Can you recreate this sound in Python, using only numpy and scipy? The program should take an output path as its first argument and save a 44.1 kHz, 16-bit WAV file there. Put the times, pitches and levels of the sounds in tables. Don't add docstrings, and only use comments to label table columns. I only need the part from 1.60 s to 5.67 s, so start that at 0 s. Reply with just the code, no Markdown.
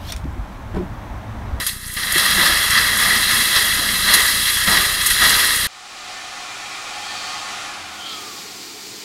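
import sys
import numpy as np
from scipy import signal
from scipy.fft import rfft, irfft
from scipy.io import wavfile
from scipy.ndimage import uniform_filter1d

SR = 44100
rng = np.random.default_rng(int(sys.argv[2]) if len(sys.argv) > 2 else 0)


def rack_gain(trim_db):
    fader = np.asarray(trim_db, float)
    return 10 ** (fader / 20)


def unload_wav(signal):
    wavfile.write(
        sys.argv[1],
        SR,
        np.round(np.clip(np.atleast_2d(signal).T, -1, 1) * 32767).astype(np.int16),
    )


N = 179531

# (frequency [Hz], level [dB])
WALL_WASH = [(120, -29), (200, -40), (269, -8.5), (382, -6.5), (417, -6), (477, -10.5), (603, -5),
             (886, -8), (1000, -0.5), (1300, -43), (2200, -120)]
# (peak time [s], swell [dB], half length [s])
STEAM_FLASHES = [(0.62, 3.5, 0.14), (0.815, 13, 0.1), (1.19, 8, 0.035), (1.375, 5, 0.065), (1.54, 8, 0.19),
                 (1.834, 6.5, 0.093), (2.073, 6, 0.11), (2.288, 10, 0.11), (2.512, 10.5, 0.09),
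                 (2.75, 7, .1), (3.118, 14, 0.064), (3.663, 9, 0.12), (4.07, 10, 0.081)]
# (frequency [Hz], width [Hz], level [dB])
HOUSING_MODES = [(1026, 81, -13), (1235, 148, -8.5), (1340, 59, -17.5), (1724, 163, -3.5), (1899, 83, 0.5),
                 (1998, 154, -3), (2670, 130, -10.5), (2843, 154, -13), (3170, 130, -11), (3348, 168, -4),
                 (3856, 330, -9.5), (4082, 324, -6), (4826, 355, -10.5), (5510, 770, -14.5),
                 (6730, 980, -15.5), (8580, 690, -12.5), (10400, 1820, -10), (12000, 990, -13),
                 (14100, 650, -60)]
TOP_MODE = (14950, 800, -21)
# (time [s], peak level [dB], centre frequency [Hz])
STRAW_CRACKS = [
    (.26, -27, 5000),
    (0.339, -19, 12000),
    (.712, -11, 13500),
    (.872, -12, 8000),
    (1.106, -9, 7100),
    (1.378, -18, 11500),
    (1.965, -13, 6000),
    (3.415, -15, 7500),
    (3.694, -3.5, 6440),
    (3.961, -11, 9000),
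]
# (time [s], peak level [dB], pitch [Hz], 60 dB decay time [s])
BOARD_KNOCKS = [(0.557, -9.5, 355, 0.041), (0.78, -18, 350, 0.068), (0.893, -17, 334, 0.036),
                (1.558, -22, 219, 0.091), (1.612, -29, 215, 0.08), (1.774, -27, 234, 0.19),
                (2.187, -17.5, 291, 0.05), (3.075, -12.5, 185, 0.1), (3.08, -16, 1250, 0.15),
                (3.2, -15, 1216, 0.1), (3.612, -14, 1235, 0.13), (3.175, -21, 176.1, 0.091),
                (3.608, -23, 202, 0.072), (.56, -19.5, 159, 0.084), (.895, -16.5, 576, 0.049),
                (0.429, -51, 78.1, 0.1), (0.739, -25, 51.1, 0.1123), (0.919, -23, 53.8, 0.081),
                (1.734, -18, 88.8, 0.04), (2.489, -29, 48.4, 0.11), (3.074, -18, 70.0, 0.1),
                (3.509, -19.5, 44.6, 0.1242), (3.619, -24, 54.3, 0.1277)]
# (time [s], flow [dB], fineness of the spray [dB])
NOZZLE_FLOW = [(0.0, -1.5, -3.5), (0.061, -11.5, 3), (0.082, -6.5, 5.5), (0.13, -13.5, 0), (0.19, -18, 0),
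               (0.277, -15, 0), (0.364, -13.5, 4), (0.368, -5.5, -0.5), (0.5, -3, -2), (0.58, 2, -0.5),
               (1.05, 2, -1.5), (1.3, 1.5, -2), (1.87, 0, 1), (2.25, 0.5, -0.5), (2.8, -1, 2.5),
               (3.38, -2.5, 0.5), (3.5, 0.5, 1.5), (4.07, -2, 1.5)]
# (start [s], rise [s], fall length [s], strength [dB], hollowness [dB])
JET_PASSES = [(0.726, 0.11, 0.098, 3.5, 6.5), (1.097, .004, 0.064, 4, -5), (1.13, 0.041, 0.087, 4.5, -0.5),
              (1.38, 0.065, 0.15, 4, 5.5), (1.685, .004, 0.14, 6, -1.5), (1.918, 0.033, 0.13, 4, 3.5),
              (2.173, 0.052, .06, -4, 8.5), (2.445, 0.054, .18, 6.5, 6), (2.834, 0.046, 0.14, 2.5, -4.5),
              (3.065, 0.011, 0.19, 8.5, 8.5), (3.592, 0.033, 0.27, 9, 4), (4.0, .06, 0.071, -0.5, 6),
              (0.52, 0.044, 0.23, 1, 3)]
# (time [s], rise of splash [dB], rise of fizz [dB], length [s])
EDGE_SPURTS = [(0.0645, 10, 12, 0.013), (0.09, 5, 0, .01), (0.432, 7, -6, 0.0057), (0.521, 4.5, 11.5, .008),
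               (0.579, 5.5, 9, 0.007), (0.596, 3, 6, 0.0047), (0.746, 2.5, 3, 0.0053),
               (0.859, 4, 2.5, 0.009), (1.177, 2, -2, 0.017), (1.222, 2, -3, 0.0053), (1.372, -3, 6, 0.015),
               (1.96, 4, 2.5, 0.016), (2.537, 5, 12, 0.02), (3.138, -1, 1, 0.0063), (3.17, 5.5, 1, 0.01),
               (3.207, 2, 2, 0.019), (3.252, 1, 2.5, 0.0088), (3.459, 2, 10.5, 0.022), (3.501, 6, 7, 0.015),
               (3.708, -2, 2, 0.01), (3.731, 1, -3, 0.011), (3.75, 1, -1, 0.0059), (0.262, 0, 3.5, 0.026),
               (.335, 0, 1, .01), (0.658, 2.5, 2, 0.011), (1.394, 1.5, 3.5, 0.043), (1.705, 2.5, -1, 0.016),
               (2.852, 3, 0.5, 0.066)]
# (rest level [dB], share of flow [dB/dB], of fineness [dB/dB], of strength [dB/dB], of hollowness [dB/dB])
BOOM = (-45.5, 0.2, -0.8, 0.34, -0.3)
LOWER_WASH = (-44.5, 0.76, 0.1, 0.68, 0.54)
UPPER_WASH = (-41, 0.84, -0.5, 0.82, 0.83)
FIZZ = (-23.5, 0.78, 1, 0.49, 0.05)
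SLAP = (-32, 1.0, -0.36, 0.92, 0.32)
DRUM = (-24, 1.0, -0.5, 1.0, 0.08)
SPLASH = (-22, 1.08, 0.53, 0.65, 0.11)


def evened(x):
    return x / np.sqrt(np.mean(x ** 2) + 1e-20)


def add(mix, start_s, sound):
    part = mix[max(round(start_s * SR), 0):][:len(sound)]
    part += sound[:len(part)]


def band(x, lo_hz, hi_hz, order=2):
    edges_hz = [lo_hz, min(hi_hz, 0.49 * SR)]
    return signal.sosfilt(signal.butter(order, edges_hz, "bandpass", fs=SR, output="sos"), x)


def churn(patchy_db, flicker_db, size=256):
    frames, bins = 4 * N // size + 5, size // 2 + 1
    real, imaginary, patches = rng.standard_normal((frames, bins, 3)).T
    patches = uniform_filter1d(patches, size=5, axis=0)
    patches = evened(uniform_filter1d(patches, size=30, axis=1))
    flicker = evened(uniform_filter1d(rng.standard_normal(frames), size=12))
    spectrum = (real + 1j * imaginary) * rack_gain(patchy_db * patches + flicker_db * flicker)
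    noise = signal.istft(spectrum, nperseg=size, noverlap=3 * size // 4)[1]
    return evened(noise[:N])


def drops(per_s, spread_db, fade_s):
    size_db = spread_db * np.minimum(rng.exponential(1, N), 5)
    hits = rack_gain(size_db) * (rng.random(N) < per_s / SR)
    puffs = signal.lfilter([1], [1, -np.exp(-1 / (fade_s * SR))], hits)
    return evened(puffs * rng.standard_normal(N))


def housing(x):
    hz = abs(np.fft.fftfreq(4096, 1 / SR))
    power = rack_gain(2 * -23.5) / (1 + (hz / 7000) ** 4)
    for mode_hz, width_hz, db in HOUSING_MODES + [TOP_MODE]:
        offset = 2 * (hz - mode_hz) / (1.54 * width_hz)
        power = power + rack_gain(2 * db) / (1 + offset ** 2) ** 2
    log_gain = 0.5 * np.log(power)
    taps = np.fft.ifft(np.exp(np.conj(signal.hilbert(log_gain)))).real[:2048]
    return signal.oaconvolve(x, taps)[:N]


def follow(layer, lag_s=0.0):
    t = np.arange(N) / SR
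    flow_s, flow_db, fineness_db = np.array(NOZZLE_FLOW).T
    strength, hollowness = np.zeros(N), np.zeros(N)
    for start_s, rise_s, length_s, strength_db, hollow_db in JET_PASSES:
        top_s = rise_s + lag_s
        rise = np.clip((t - start_s) / top_s, 0, 1)
        fall = np.exp(-(np.maximum(t - start_s - top_s, 0) / length_s) ** 2)
        strength += strength_db * rise * fall
        hollowness += hollow_db * rise * fall
    flow, fineness = np.interp(t, flow_s, flow_db), np.interp(t, flow_s, fineness_db)
    return rack_gain(np.dot(layer, [np.ones(N), flow, fineness, strength, hollowness]))


def flashes():
    t = np.arange(N) / SR
    return rack_gain(sum(db * np.exp(-((t - peak_s) / half_s) ** 2) for peak_s, db, half_s in STEAM_FLASHES))


def room():
    wash_hz, wash_db = np.transpose(WALL_WASH)
    noise = rfft(churn(patchy_db=0.3, flicker_db=0.6, size=1024))
    hz = np.fft.rfftfreq(N, 1 / SR)
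    wash = irfft(noise * rack_gain(np.interp(np.log(hz + 1), np.log(wash_hz), wash_db)), N)
    upper = evened(band(wash, 470, 950, order=3)) * follow(UPPER_WASH)
    lower = evened(band(wash, 250, 470, order=3)) * follow(LOWER_WASH, lag_s=0.031)
    boom = evened(band(rng.standard_normal(N), 164, 237)) * follow(BOOM) * flashes()
    roar = evened(band(rng.standard_normal(N), 28, 112)) * rack_gain(-40)
    stirred_roar = roar * (follow(DRUM) / rack_gain(-20.5)) ** 0.9
    return upper + lower + boom + stirred_roar


def frame_ticks():
    frame_hz, first_frame_s = 30.005, -0.0003
    cycles = (np.arange(N) / SR - first_frame_s) * frame_hz + 0.5
    frame = cycles.astype(int)
    depth, lag = rng.random((int(cycles[-1]) + 1, 2)).T
    t = (cycles % 1 - 0.5) / frame_hz - 0.0032 * (lag[frame] - 0.5)
    width_s = np.where(t < 0, 0.0017, 0.0028)
    dip = np.exp(-(t / width_s) ** 2) * (0.38 + 1.06 * depth[frame])
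    return -rack_gain(-24.5) * band(dip, 1.7, 900, order=1)


def cracks():
    out, t = np.zeros(N), np.arange(round(0.01723 * SR)) / SR
    for start_s, db, hz in STRAW_CRACKS:
        snap = evened(band(rng.standard_normal(len(t)), 0.72 * hz, 1.3 * hz))
        add(out, start_s, rack_gain(db - 5) * snap * np.exp(-(t / 0.003) ** 2))
    return out


def knocks():
    out, t = np.zeros(N), np.arange(round(0.2 * SR)) / SR
    for start_s, db, hz, t60_s in BOARD_KNOCKS:
        thud = evened(band(rng.standard_normal(len(t)), 0.27 * hz, 0.99 * hz))
        ring = np.sin(2 * np.pi * hz * t)
        onset = 1 - np.exp(-t / 0.0038)
        add(out, start_s, rack_gain(db - 60 * t / t60_s) * onset * (ring + 0.12 * thud))
    return out


def spurts(column):
    rise_db, t = np.zeros(N), np.arange(round(0.06 * SR)) / SR
    for row in EDGE_SPURTS:
        start_s, length_s = row[0], row[3]
        shape = (1 - np.exp(-t / 0.00072)) * np.exp(-(t / length_s) ** 3)
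        add(rise_db, start_s, row[column] * shape)
    return rack_gain(rise_db)


def fizz():
    mist = churn(patchy_db=0.63, flicker_db=0.0) + 0.55 * drops(per_s=450, spread_db=0.0, fade_s=0.0044)
    hiss = evened(housing(band(mist, 6020, 15700, order=4)))
    return hiss * follow(FIZZ, lag_s=0.01) * spurts(column=2)


def splash():
    jet = churn(patchy_db=1.0, flicker_db=-1.1)
    water = housing(jet + 0.33 * drops(per_s=260, spread_db=4.0, fade_s=0.0029))
    slapping = evened(band(water, 930, 1490, order=4)) * follow(SLAP)
    drumming = evened(band(water, 1490, 2400, order=4)) * follow(DRUM)
    breaking = evened(band(water, 2400, 5800, order=4)) * follow(SPLASH)
    return (slapping + drumming + breaking) * spurts(column=1)


def scene():
    return (room() + cracks() + knocks() + fizz() + splash())[None]


def band_limit(x):
    return signal.sosfilt(signal.butter(12, 16720, fs=SR, output="sos"), x)


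def record(dry):
    limit = 0.84
    line = limit * np.tanh((dry + frame_ticks()) / limit)
    treble_edge = signal.firwin(2047, 15740, window=("kaiser", 12), fs=SR)
    mix = signal.oaconvolve(line, treble_edge[None], "same")
    return band_limit(mix)


dry = scene()
out = record(dry)
unload_wav(out)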